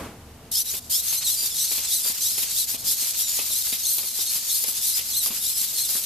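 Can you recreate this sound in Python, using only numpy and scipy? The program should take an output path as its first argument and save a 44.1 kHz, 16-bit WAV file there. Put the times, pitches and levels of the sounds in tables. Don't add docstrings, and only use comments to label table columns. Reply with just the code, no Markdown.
import sys
import numpy as np
from scipy import signal
from scipy.fft import rfft, irfft, next_fast_len
from scipy.io import wavfile
from scipy.ndimage import map_coordinates

SR = 44100
rng = np.random.default_rng(int(sys.argv[2]) if len(sys.argv) > 2 else 0)


def dump_mix(stems):
    frames = np.atleast_2d(stems).T
    limited = np.clip(frames, -1, 1)
    pcm = np.round(limited * 32767).astype(np.int16)
    wavfile.write(sys.argv[1], SR, pcm)


N = 266849

# time in seconds, relative level in dB.
HALL_LEVEL = [(0.0, -39), (0.15, -49), (0.6, -47), (2.7, -48.5), (2.86, -42.5), (3.0, -48.5), (4.1, -50.5),
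              (5.1, -48), (6.05, -47.5)]
# frequency in Hz, relative level in dB.
FAN_TONES = [(29, -7.5), (72, -1), (120, -12), (241, -7.5), (287, -17), (449, -9.5), (676, -11.5)]
# frequency in Hz, relative density in dB per Hz.
RUSH_SPECTRUM = [(15, -40), (25, -40), (80, -6.5), (246, -14), (407, -19.5), (441, -17), (503, -19.5),
                 (674, -21.5), (730, -18), (1580, -28), (14300, -40)]
# frequency in Hz, relative density in dB per Hz.
WASH_SPECTRUM = [(24, -36), (40, -20), (279, -6), (1030, -13.5), (1110, -12.5), (3040, -23.5), (3880, -26),
                 (14300, -27.5)]
# frequency in Hz, relative density in dB per Hz.
CASE_SPECTRUM = [(290, -52), (500, -22.5), (1690, -16.5), (2930, -8), (3990, -2.5), (4790, -1),
                 (7390, -0.5), (8040, 0.5), (9000, -3.5), (13500, 2.5), (14300, -8)]
# tooth rate midway in Hz, tooth rate at the end in Hz,
# 2nd order in relative dB, 3rd order in relative dB.
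STEPS = [(0.513, 0.12, 0.16, -15, -20, -50, -37.5, 0, 1820, 2040, -30, -24),
         (0.895, 0.12, 0.19, -14.5, -15.5, -19, -26, 0.5, 1815, 1968, -28.5, -30),
         (1.238, 0.14, 0.12, -16.5, -19, -36, -20.5, 0.5, 2054, 1930, -24.5, -29),
         (1.553, .12, 0.14, -20, -18, -22, -18.5, 0, 2027, 2090, -26.5, -25),
         (1.871, 0.15, 0.11, -18, -16, -26, -20, 0.5, 2020, 1960, -24, -26),
         (2.2, 0.15, 0.11, -15.5, -15.5, -23, -20, 0, 1970, 2146, -28.5, -25),
         (2.525, 0.13, 0.11, -14, -18, -44, -27, -1.5, 2030, 1810, -26, -30),
         (2.842, 0.11, 0.18, -14.5, -17, -20, -21, -0.5, 1780, 1910, -44, -45),
         (3.158, 0.087, 0.22, -17, -19.5, -25, -19, 0.5, 1940, 1905, -31, -27),
         (3.489, .14, 0.13, -18, -19.5, -29, -19.5, 1, 2030, 2150, -29, -28),
         (3.815, 0.23, 0.049, -17.5, -25, -42, -21.5, 1.5, 2110, 2090, -24.5, -27),
         (4.143, 0.13, .12, -19, -17.5, -27, -20, 0.5, 1920, 2080, -40, -29),
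         (4.465, 0.19, 0.062, -19, -20.5, -29, -19, 1.5, 2110, 2080, -25, -28),
         (4.8, .14, 0.062, -16, -15, -35, -20, 0, 2050, 2090, -30.5, -34),
         (5.102, 0.11, 0.089, -25, -17.5, -25, -20, 2.5, 2090, 1910, -23, -30),
         (5.415, 0.13, 0.12, -20, -18.5, -43, -19.5, 1.5, 2040, 1980, -30, -39),
         (5.748, 0.11, 0.16, -22, -18, -25, -19.5, 1, 2155, 1830, -26, -29)]
# top octave in dB, low growl in dB,
# both against the grind.
MOVE_COLOUR = [(.5, -25.5), (.5, -20), (-8.5, -15), (-3.5, -21.5)]
# start in seconds, length in seconds, tooth rate at the start in Hz,
# tooth rate at the end in Hz, 2nd order in relative dB, 3rd order in relative dB.
STROKES = [(0.55, 0.038, 1660, 1860, -36, -20), (0.925, 0.048, 1650, 1860, -33, -20.5),
           (2.875, 0.034, 1670, 1810, -35, -23), (0.682, 0.04, 1720, 2260, -33, -28),
           (1.065, 0.053, 2150, 2090, -31, -23), (1.167, 0.042, 2030, 2100, -26, -24),
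           (1.241, 0.048, 2160, 1855, -20.5, -25.5), (1.36, 0.084, 2320, 2370, -23.5, -29),
           (1.455, 0.032, 2510, 2080, -28, -29), (1.571, 0.068, 2140, 1910, -27.5, -25.5),
           (1.721, 0.014, 2450, 2120, -23.5, -27), (2.038, 0.078, 2380, 2290, -27, -31),
           (2.209, 0.043, 1970, 2160, -28.5, -22.5), (2.32, .09, 2640, 2650, -26.5, -43),
           (2.848, 0.096, 2450, 2480, -36, -37), (2.98, 0.079, 2210, 2026, -30, -27.5),
           (3.228, 0.17, 2400, 2240, -36, -27.5), (3.667, 0.072, 2350, 2270, -32, -35),
           (3.832, 0.065, 2190, 1990, -29, -25), (4.266, 0.051, 2130, 2180, -26, -27.5),
           (4.357, .04, 2500, 2450, -30, -43), (4.487, 0.038, 2290, 1993, -29, -26),
           (4.81, .045, 1704, 1960, -34, -28.5), (4.93, .045, 2450, 2620, -23, -39),
           (5.442, .045, 1710, 2006, -32, -28), (5.108, .042, 2150, 1990, -28, -32),
           (5.53, .055, 2560, 2600, -26, -30), (5.754, 0.076, 2156, 2050, -26, -37),
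           (5.877, 0.036, 2540, 2350, -28, -32)]
# time in seconds, relative level in dB, leg ring in Hz, clack in relative dB.
FOOT_TAPS = [(0.736, -39.5, 396, -1), (1.126, -39.5, 836, 1.5), (1.425, -42.5, 405, -8),
             (1.713, -37, 407, 1.5), (1.777, -39.5, 242, 3.5), (2.05, -35.5, 1240, -7),
             (2.097, -40, 253, 1), (2.377, -38.5, 456, 1), (2.428, -40.5, 245, 4), (2.741, -40.5, 260, 0),
             (3.021, -42, 247, 3), (3.388, -33, 570, 0.5), (3.5, -42.5, 1140, -2.5), (3.671, -42, 910, 0),
             (3.724, -37.5, 255, 3), (3.981, -36, 899, -2), (4.029, -40, 1100, 0), (4.186, -41.5, 390, -3),
             (4.353, -45, 161, 2.5), (4.641, -38, 440, 2), (4.681, -40.5, 247, -10), (4.989, -41.5, 888, 5),
             (5.259, -35.5, 1020, -2.5), (5.303, -36, 220, -2), (5.611, -47, 210, 2),
             (5.718, -55, 1120, -8), (5.89, -42, 970, -5), (5.95, -36, 250, -21)]
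# time in seconds, relative level in dB.
GEAR_TICKS = [(0.517, -31), (0.768, -33), (1.3428, -22), (3.5046, -36), (3.983, -17.5), (4.639, -15),
              (4.9889, -25), (5.2597, -18), (5.6146, -18.5)]
# frequency in Hz, correlation from -1 to 1.
LIKENESS = [(80, .997), (350, .96), (700, .88), (1400, .75), (2800, .72), (5600, .15), (10000, .1),
            (13000, -.2)]
# frequency in Hz, left minus right in dB.
BALANCE = [(1500, 0.3), (3000, 0.2), (6000, 0), (9000, -0.1), (13000, 3.6)]

FULLNESS, LATE = 0.59, 1.13
OVERLAP_S = .005
SPIN_UP_S, LIFT_WHINE_S = .036, .078
START_SHARE = .83
LIFT_ORDERS_DB, STROKE_ORDERS_DB = (-0.5, -4), (-4, -11.5)
KNEE_DB, SQUEEZE, FOLLOW_S = -41, .32, 0.052
TOP_HZ = 14200


def amp(db):
    return 10 ** (np.asarray(db) / 20)


def unit(x):
    return x / np.sqrt(np.mean(x ** 2) + 1e-20)


def along(points, hz):
    f, v = np.transpose(points)
    return np.interp(np.log(hz + 1), np.log(f + 1), v)


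def curves(rows):
    s, *cols = np.transpose(rows)
    return [np.interp(np.arange(N) / SR, s, c) for c in cols]


def wobble(rate, size=N):
    knots = rng.standard_normal(int(size * rate / SR) + 4)
    return map_coordinates(knots, [np.arange(size) * rate / SR])


def filtered(x, response):
    m = next_fast_len(N + SR // 4)
    return irfft(rfft(x, m) * response(np.fft.rfftfreq(m, 1 / SR)), m)[..., :N]


def spread(pair, spectrum):
    turn = lambda hz: np.arccos(np.clip(along(LIKENESS, hz), -1, 1)) / 2
    weights = lambda hz: np.array([np.cos(turn(hz)), np.sin(turn(hz))])
    mid, side = filtered(pair, lambda hz: amp(along(spectrum, hz)) * weights(hz))
    return unit(np.array([mid + side, mid - side]))


def hall():
    hum_db, = curves(HALL_LEVEL)
    t = np.arange(N) / SR
    tones = 0
    for hz, db in FAN_TONES:
        level = amp(db + 2.2 * wobble(9))
        tones = tones + level * np.sin(2 * np.pi * hz * t + 1.1 * wobble(7))
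    rush = spread(rng.standard_normal((2, N)), RUSH_SPECTRUM) * amp(0.53 * wobble(16))
    wash_db = -35.5 - 60 * np.maximum(t - .055, 0) / 0.47
    wash = spread(rng.standard_normal((2, N)), WASH_SPECTRUM) * amp(wash_db)
    hiss = amp(-53.5) * rng.standard_normal((2, N))
    return amp(hum_db) * (amp(-1.0) * unit(tones) + amp(1.3) * rush) + wash + hiss


def gait():
    power = np.zeros((3, N + SR))
    ends = [row[0] for row in STEPS[1:]] + [N / SR + .03]
    for (s, lift, descent, *move_db, top_db), end in zip(np.array(STEPS)[:, :8], ends):
        t = np.arange(s, end + .03, 1 / SR)
        edges = [s, s + lift, min(s + lift + descent, end - .02), end]
        shapes = []
        for a, b in zip(edges, edges[1:]):
            progress = np.clip((t - a) / (b + OVERLAP_S - a), 0, 1)
            shapes.append(np.abs(np.sin(np.pi * progress ** LATE)) ** FULLNESS)
        shapes.append(np.clip(np.minimum(t - s, end + .025 - t) / .025, 0, 1) ** .5)
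        for db, shape, (treble_db, growl_db) in zip(move_db, shapes, MOVE_COLOUR):
            band_db = db + np.array([[0], [top_db + treble_db], [growl_db]])
            power[:, round(s * SR):][:, :len(t)] += (amp(band_db) * shape) ** 2
    return np.sqrt(power[:, :N])


def whine(strokes):
    out = np.zeros((2, N + SR))
    for s, length, start_hz, mid_hz, end_hz, second_db, third_db, fourth_db, high_db in strokes:
        u = np.arange(-.08 * length, 1.08 * length, 1 / SR) / length
        arch_hz = (mid_hz - (start_hz + end_hz) / 2) * 4 * u * (1 - u)
        hz = start_hz + (end_hz - start_hz) * u + arch_hz
        flutter = 1 + .010 * wobble(160, size=len(u))
        phase = 2 * np.pi * np.cumsum(hz * flutter) / SR
        swell = np.abs(np.sin(np.pi * np.arange(len(u)) / len(u))) ** .5
        at = max(round((s - .08 * length) * SR), 0)
        for order, db in zip(range(2, 7), [second_db, third_db, fourth_db, high_db, high_db]):
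            shared = wobble(200, size=len(u)) * (.2 + .12 * order) + .9
            for ear in range(2):
                own = wobble(200, size=len(u)) * (.25 + .12 * order)
                overtone = shared * np.sin(order * phase) + own * np.cos(order * phase)
                out[ear, at:at + len(u)] += amp(db) * swell * overtone
    return out[:, :N]


def singing():
    lifts = [(s + SPIN_UP_S, LIFT_WHINE_S, START_SHARE * hz, hz, end_hz,
              second_db, third_db, *np.add(second_db, LIFT_ORDERS_DB))
             for s, *_, hz, end_hz, second_db, third_db in STEPS]
    glides = [(s, length, start_hz, (start_hz + end_hz) / 2, end_hz,
               second_db, third_db, *np.add(second_db, STROKE_ORDERS_DB))
              for s, length, start_hz, end_hz, second_db, third_db in STROKES]
    return whine(lifts + glides)


def servos():
    grind, treble, growl = gait()
    throb = amp(0.43 * wobble(220) + 1.07 * wobble(60) + 1.2 * wobble(830))
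    ticks = rng.standard_normal((2, N)) * amp(0.9 * rng.standard_normal(N))
    rattle = spread(ticks, CASE_SPECTRUM) * throb

    draw = rng.random((300, 9))
    start_s, length_s = draw[:, 0] * N / SR, .02 + .025 * draw[:, 8]
    rate_hz = 1750 + 850 * draw[:, 1]
    glide = 1 + 0.1425 * (draw[:, 2:4] - .5)
    orders_db = -10 * draw[:, 4:8]
    weak = np.column_stack([start_s, length_s, rate_hz * glide[:, 0], rate_hz, rate_hz * glide[:, 1], orders_db])

    bed = unit(unit(rattle) + amp(-6) * unit(whine(weak)))
    top = filtered(bed, lambda hz: np.clip((hz - 8000) / 2000, 0, 1))
    low = filtered(bed, lambda hz: np.clip((3300 - hz) / 500, 0, 1))
    middle = bed - top - low
    return grind * middle + amp(2.5) * treble * top + growl * unit(low) + amp(3.0) * singing()


def feet():
    out, t = np.zeros((2, N + SR)), np.arange(SR // 8) / SR
    band = lambda lo_hz, hi_hz: signal.butter(2, [lo_hz, hi_hz], "band", fs=SR, output="sos")
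    for s, db, hz, clack_db in FOOT_TAPS:
        decay = amp(-60 * t * hz / 11)
        knock = np.sin(2 * np.pi * hz * t) * decay * (1 - np.exp(-t * hz / 0.35))
        knock -= 1.63 * (1 - t / 0.00017) * np.exp(-t / 0.00033)
        noise = rng.standard_normal((3, len(t)))
        ports = noise[0] + .5 * noise[1:]
        clack = signal.sosfilt(band(1940, 4300), ports) * amp(clack_db + 13.0 - 60 * t / 0.15)
        echoes = signal.sosfilt(band(210, 2000), ports) * amp(7.0 - 60 * t / 0.17)
        out[:, round((s + .002) * SR):][:, :len(t)] += amp(db) * (1.36 * knock + clack + echoes)
    for s, db in GEAR_TICKS:
        noise = rng.standard_normal((2, len(t)))
        tick = signal.sosfilt(band(6100, 21000), noise) * amp(db + 4.0 - 60 * t / 0.031)
        out[:, round(s * SR):][:, :len(t)] += tick
    return out[:, :N]


def scene():
    return hall() + servos() + amp(8.0) * feet()


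def record(dry):
    keep = np.exp(-1 / (FOLLOW_S * SR))
    power = signal.lfilter([1 - keep], [1, -keep], np.mean(dry ** 2, axis=0))
    loud_db = 10 * np.log10(power + 1e-12)
    held = dry * amp(-SQUEEZE * np.maximum(loud_db - KNEE_DB, 0))
    balance = lambda hz: amp(along(BALANCE, hz) * np.array([[.5], [-.5]]))
    over = lambda hz: np.maximum(hz - TOP_HZ, 0)
    limit = lambda hz: amp(-np.minimum(over(hz) / 3, 34) - over(hz) / 28)
    return filtered(held, lambda hz: balance(hz) * limit(hz))


dry = scene()
out = record(dry)
dump_mix(out)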